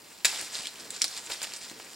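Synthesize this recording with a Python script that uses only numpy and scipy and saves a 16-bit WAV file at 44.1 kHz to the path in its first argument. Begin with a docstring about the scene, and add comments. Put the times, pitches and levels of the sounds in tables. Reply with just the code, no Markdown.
"""A faint forest hiss and a light rustle, then a slap: two large snakes wrestle in dry leaves nearby.
The impact of a body breaks the litter in a burst of tiny fractures. Coils then drag through it by
stick-slip friction: leaves crumple in swarms of clicks, stalks snap and ring, the soil thuds softly.
Litter and trunks scatter each crack into a short tail, heard at two closely spaced microphone ports."""
import sys
import numpy as np
from scipy import signal
from scipy.fft import rfft, irfft
from scipy.io import wavfile

SR = 44100
rng = np.random.default_rng(int(sys.argv[2]) if len(sys.argv) > 2 else 0)


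def transcribe(u):
    """Save the signal u as a 16-bit wav file named by the first command-line argument.

    u: samples, shape (n,) or (channels, n), limited to [-1, 1]; the rate is SR.
    q: integer samples, one column per channel.
    """
    v = np.clip(np.atleast_2d(u).T, -1, 1)
    q = np.round(v * 32767).astype(np.int16)
    wavfile.write(sys.argv[1], SR, q)


N = 85995


def undb(db):
    """Amplitude ratio of a level in decibels."""
    return 10 ** (np.asarray(db) / 20)


def unit(x):
    """Normalisation to rms 1."""
    return x / np.sqrt(np.mean(x ** 2))


def envelope(rows):
    """Amplitude envelope through (t/s, level/dB) points."""
    return undb(np.interp(np.arange(N) / SR, *np.array(rows).T))


def by_freq(rows, size, column=1):
    """Interpolation of a table column over log frequency, at every FFT bin."""
    rows = np.array(rows, float)
    hz = np.arange(size // 2 + 1) * SR / size
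    return np.interp(np.log(hz + 1), np.log(rows[:, 0]), rows[:, column])


def minimum_phase(x, db):
    """Causal filtering to a gain in dB per bin, by folding the cepstrum."""
    size = 2 * (len(db) - 1)
    cepstrum = irfft(np.log(undb(db)))
    cepstrum[1:size // 2] *= 2
    cepstrum[size // 2 + 1:] = 0
    return irfft(rfft(x, size) * np.exp(rfft(cepstrum)))[..., :x.shape[-1]]


def colour(x, rows, size=131072):
    """Spectral shaping through (f/Hz, level/dB) points."""
    return minimum_phase(x, by_freq(rows, size))


def wander(per_s):
    """Random modulation: linear interpolation between Gaussian values."""
    return np.interp(np.arange(N) / SR * per_s, np.arange(N), rng.standard_normal(N))


def add(out, start, x):
    """Superposition of x from a start time in seconds."""
    i = int(start * SR)
    out[i:i + len(x)] += x[:len(out) - i]


def fracture(decay, spectrum_db, hold=0.00049):
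    """Brittle fracture: tiny breaks hold, then decay exponentially; rms near 1 over the loud part."""
    t = np.arange(len(spectrum_db)) / SR
    fade = np.exp(-np.maximum(t - hold, 0) / decay)
    breaks = rng.choice([-1, 1], len(t)) * rng.uniform(0.41, 1, len(t))
    burst = minimum_phase(breaks * fade, spectrum_db)
    return burst * np.sqrt((hold + 2 * decay) * SR / np.sum(burst ** 2))


# Spectrum of the forest hiss: f/Hz, relative level/dB
HISS_SPECTRUM = [(25, -26.5), (100, -10.5), (230, -2.5), (450, -7), (950, -5.5), (1500, -16), (2300, -13),
                 (3200, -19), (4500, -17.5), (6200, -22.5), (7600, -23), (10000, -15), (15500, -17)]
def forest_hiss(level_db=-56.5, width=0.6):
    """Diffuse field: steady noise from all round, independent in mid and side."""
    hiss = unit(colour(rng.standard_normal((2, N)), HISS_SPECTRUM))
    return undb(level_db) * hiss * [[1], [width]]


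# Spectrum of the reverberation among the trunks: f/Hz, relative level/dB
TAIL_SPECTRUM = [(100, -9.5), (1000, -6), (5000, 0.5), (9000, -1.5), (15000, -1.5)]
def echoes(x, scatter_s=0.0088, t60_s=0.32, width=0.34):
    """Scattering: the litter returns sound at once, the trunks as a longer tail. Mid and side."""
    t = np.arange(SR // 2) / SR
    litter = rng.standard_normal((2, len(t))) * np.exp(-t / scatter_s)
    litter *= 1 - np.exp(-(t / 0.0024) ** 2)
    trunks = colour(rng.standard_normal((2, len(t))), TAIL_SPECTRUM)
    trunks *= np.exp(-np.log(1000) * t / t60_s) * (1 - np.exp(-t / 0.0036))
    response = (undb(-7.5) * unit(litter) + undb(-11) * unit(trunks)) / np.sqrt(len(t))
    return signal.fftconvolve(x[None], response, axes=1)[:, :N] * [[1], [width]]


# Envelope of the low rustle: t/s, level/dB
DEEP_LEVEL = [(0, -62.5), (.23, -66.5), (.31, -57.5), (.42, -51), (.47, -59), (.59, -54.5), (.72, -62),
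              (.82, -51.5), (1.0, -57.5), (1.32, -54.5), (1.58, -62), (1.68, -56), (1.95, -57.5)]
# Its spectrum: f/Hz, relative level/dB
DEEP_SPECTRUM = [(30, -37.5), (90, -10), (220, -2), (450, 1), (900, -9.5), (1700, -3), (4000, -25)]
RUSTLE_WIDTH = 0.14  # side/mid amplitude ratio
def deep_rustle():
    """Friction noise: the deeper layers of litter rustle low. Mid and side."""
    noise = unit(colour(rng.standard_normal((2, N)), DEEP_SPECTRUM))
    return noise * envelope(DEEP_LEVEL) * undb(1.8 * wander(40)) * [[1], [RUSTLE_WIDTH]]


# Knocks of a body on the soil: t/s, level/dB, f/Hz
SOIL_THUDS = [(.247, -55.5, 71), (0.396, -65, 280), (0.593, -53, 231), (1.712, -49, 269)]
def thuds(hz, decay_s=0.0075, skirt_db_per_octave=14):
    """Damped impact: soft soil gives a brief knock centred on one low frequency."""
    out = np.zeros(N)
    for start, db, peak_hz in SOIL_THUDS:
        spectrum = -skirt_db_per_octave * np.abs(np.log2((hz + 10) / peak_hz))
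        add(out, start, undb(db) * fracture(decay_s, spectrum))
    return out


# Presses of a coil: t/s, level/dB, decay/s
COIL_CRUNCHES = [(.327, -41.5, 0.0072), (1.0428, -38.5, 0.0038), (1.2995, -40.5, 0.012),
                 (1.319, -45.5, 0.006), (1.4169, -41.5, 0.0037), (1.431, -46.5, .008), (1.4443, -46, .003),
                 (1.470, -45, 0.0035), (1.713, -46, 0.003), (1.7991, -43.5, 0.0032)]
# Their spectrum: f/Hz, relative level/dB
CRUNCH_SPECTRUM = [(80, -14), (300, -7.5), (800, 5.5), (1200, -0.5), (1900, 2.5), (3500, -3.5),
                   (9000, -16.5)]
def crunches(size):
    """Compression: packed litter gives way under a coil with a dull crunch."""
    out = np.zeros(N)
    for start, db, decay in COIL_CRUNCHES:
        add(out, start, undb(db) * fracture(decay, by_freq(CRUNCH_SPECTRUM, size)))
    return out


def leaf_ticks(per_s=130, centre_hz=4550, spread_octaves=0.49, decay_cycles=2.44, leaves=600):
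    """Free vibration: single leaves spring back, each a damped sinusoid at its own pitch."""
    out, t = np.zeros(N), np.arange(256) / SR
    chances = rng.random((leaves, 2))
    deviations = np.clip(rng.standard_normal((leaves, 2)), -2, 2)
    for (when, luck), (pitch, strength) in zip(chances, deviations):
        if luck < per_s * N / SR / leaves:
            cycles = centre_hz * 2 ** (spread_octaves * pitch) * t
            ring = np.sin(2 * np.pi * cycles) * np.exp(-cycles / decay_cycles)
            add(out, when * N / SR, undb(5 + 4 * strength) * ring)
    return out


def clicks(per_s=1500, spread_db=1.5):
    """Poisson process: a swarm of impulses, the weaker ones most common; rms 1."""
    strength = undb(spread_db * np.minimum(rng.exponential(size=N), 5.5))
    return unit((rng.random(N) < per_s / SR) * rng.choice([-1, 1], N) * strength)


# Spectral weighting of crumpling leaves: f/Hz, relative level/dB
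LEAF_SPECTRUM = [(150, -10.5), (450, -11.5), (860, -3.5), (1150, -6), (2000, -1.5), (2900, -2),
                 (3700, -0.5), (4500, 1.5), (5300, 2), (6200, -4.5), (7400, 2), (8400, -2.5), (10000, -9),
                 (12000, -15.5), (15500, -22)]
def crumple(bands=9, rub_gain=0.51, flicker_db=2.27):
    """Crackling noise: each size of leaf clicks in its own band, over the rub of scales."""
    edges_hz = np.geomspace(300, 16000, bands + 1)
    shared_clicks, out = clicks(), 0
    for k in range(bands):
        force = shared_clicks + clicks() + rub_gain * rng.standard_normal(N)
        bandpass = signal.butter(2, edges_hz[k:k + 2], "band", fs=SR, output="sos")
        out += (-1) ** k * signal.sosfilt(bandpass, force) * undb(flicker_db * wander(60.01))
    return unit(colour(out, LEAF_SPECTRUM))


# How hard the coils drag: t/s, level/dB
DRAG_LEVEL = [(0, -55.5), (.14, -51), (.243, -53), (.262, -33.5), (.32, -35), (.40, -35), (.45, -42),
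              (.51, -44.5), (.545, -36), (.575, -38), (.625, -39), (.675, -43), (.705, -48.5), (.80, -46.5),
              (.895, -49.5), (.96, -41.5), (1.005, -45), (1.06, -52), (1.115, -42.5), (1.175, -37.5),
              (1.205, -45.5), (1.285, -42.5), (1.325, -35.5), (1.352, -40.5), (1.405, -44), (1.437, -33.5),
              (1.46, -44.5), (1.55, -43), (1.60, -48), (1.625, -43), (1.71, -46.5), (1.75, -50),
              (1.95, -48)]
def dragging(grip_db=0.2, grip_per_s=54):
    """Stick-slip friction: leaves crumple and tick louder under a harder drag. Mid and side."""
    leaves = np.array([crumple() + leaf_ticks(), RUSTLE_WIDTH * crumple()])
    return leaves * envelope(DRAG_LEVEL) * undb(-grip_db * wander(grip_per_s))


# Breaking stalks and stiff leaves: t/s, level/dB, ring f/Hz, decay/s, slope above f/(dB per octave)
STALK_SNAPS = [(0.4125, -31, 5800, 0.0009, 7), (0.5532, -27, 3980, 0.00065, -9),
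               (0.6557, -35, 2850, 0.0027, -5.5), (0.6705, -29, 4140, 0.0014, -2.5),
               (.757, -45, 2860, 0.0025, 1), (.7978, -42, 5040, 0.0021, -3), (.8055, -42, 4400, 0.0008, -6),
               (0.905, -30.5, 7800, 0.0014, 3), (.9420, -42, 7000, .0005, 0),
               (0.964, -37, 7340, 0.0014, -10), (1.0122, -38.5, 2260, 0.0075, -6),
               (1.0184, -16, 5200, 0.0012, -2), (1.0231, -29, 5650, 0.0038, -5),
               (1.0428, -19.5, 4300, 0.0007, 1.5), (1.0462, -32, 4500, 0.0033, -6),
               (1.0803, -32.5, 5900, 0.00087, -2), (1.127, -46, 3940, 0.0021, -4),
               (1.176, -36, 7500, .001, 1), (1.263, -38.5, 7100, .001, -9), (1.272, -45, 2460, 0.0026, -3),
               (1.3152, -39, 4200, .0012, -7), (1.3200, -29, 3680, 0.0011, -2.5),
               (1.338, -38, 4000, 0.0015, -5), (1.4173, -31, 5000, .0008, -2),
               (1.4293, -30, 7150, 0.0011, 15), (1.4441, -31.5, 2730, 0.00067, 0),
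               (1.47, -42, 5000, .0015, -3), (1.52, -42.5, 2600, 0.0014, -6),
               (1.5368, -32.5, 5300, 0.00093, -4.5), (1.5633, -39, 8500, .002, -3),
               (1.5705, -40.5, 8450, 0.0018, -5), (1.6980, -37, 4260, 0.0009, -3),
               (1.9330, -44, 3500, .001, -2)]
# Their common spectrum: f/Hz, relative level/dB
SNAP_SPECTRUM = [(40, -52), (200, -17), (500, -16), (1200, -15), (1800, -7.5), (2800, -5.5), (4300, -2.5),
                 (6300, -4.5), (7400, 2.5), (8400, -4), (9200, 0), (11500, -11.5), (16000, -21)]
def snaps(hz, size, bandwidth_hz=1100, ring_db=9.5):
    """Resonance: each break excites a stalk or stiff leaf at its natural frequency."""
    out = np.zeros(N)
    for start, db, ring_hz, decay, slope in STALK_SNAPS:
        detuning = 2 * (hz - ring_hz) / bandwidth_hz
        ring = 20 * np.log10(1 + undb(ring_db) / (1 + detuning ** 2))
        treble = slope * np.log2(np.maximum(hz / ring_hz, 1))
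        add(out, start, undb(db) * fracture(decay, by_freq(SNAP_SPECTRUM, size) + ring + treble))
    return out


# Layers that give way in the slap: t/s, level/dB, hold/s, decay/s
SLAP_LAYERS = [(0.2468, -16.5, 0.0008, 0.00044), (.2482, -18.5, 0.0019, 0.00047),
               (0.2528, -18, 0.00039, 0.0049)]
# Their spectrum: f/Hz, relative level/dB
SLAP_SPECTRUM = [(35, -36), (70, -28), (200, -21), (500, -13.5), (1050, -12.5), (1700, -1), (2500, 3.5),
                 (2900, -3), (4200, 2), (5400, -1), (6200, -5), (7300, 5.5), (8200, 1.5), (8800, -7),
                 (10500, -8), (11400, -14.5), (15500, -17)]
def slap(size):
    """Impact: a body breaks three layers of litter within milliseconds."""
    out = np.zeros(N)
    for start, db, hold, decay in SLAP_LAYERS:
        add(out, start, undb(db) * fracture(decay, by_freq(SLAP_SPECTRUM, size), hold))
    return out


def cracks(size=4096):
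    """Directional radiation: the transients sent one way, with new fine structure at each call."""
    hz = np.arange(size // 2 + 1) * SR / size
    return slap(size) + snaps(hz, size) + crunches(size) + thuds(hz)


# Microphone ports: f/Hz, left minus right level/dB, left phase lead/rad, side gain/dB
PORT_RESPONSE = [(60, -0.5, 0, -12), (400, .5, 0.015, 1), (1200, 0.5, -0.19, 3), (2300, 1.5, -.24, 5),
                 (3820, 0.1, -0.48, 3), (5540, -2.5, -0.44, 4.5), (6760, -2.5, 0.54, 4),
                 (8000, 0.2, 0.44, -6.5), (9250, 0.5, 0.098, -12), (16000, -1.5, 0, -41)]
def scene(size=131072, directions=3):
    """Superposition: direct and scattered sound reach two ports with unequal level and phase."""
    scattered = sum(echoes(cracks()) for _ in range(directions)) / np.sqrt(directions)
    direct = np.array([cracks(), np.zeros(N)])
    mid, side = rfft(direct + scattered + dragging() + deep_rustle() + forest_hiss(), size)
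    balance_db, lead, side_db = (by_freq(PORT_RESPONSE, size, column) for column in (1, 2, 3))
    side *= undb(side_db)
    leftward = undb(balance_db / 2) * np.exp(0.5j * lead)
    return irfft(np.array([(mid + side) * leftward, (mid - side) / leftward]))[:, :N]


def record(dry, cutoff_hz=15850):
    """Band limiting: a steep elliptic low-pass removes the highest treble."""
    return signal.sosfilt(signal.ellip(10, 0.2, 70, cutoff_hz, fs=SR, output="sos"), dry)


dry = scene()
out = record(dry)
transcribe(out)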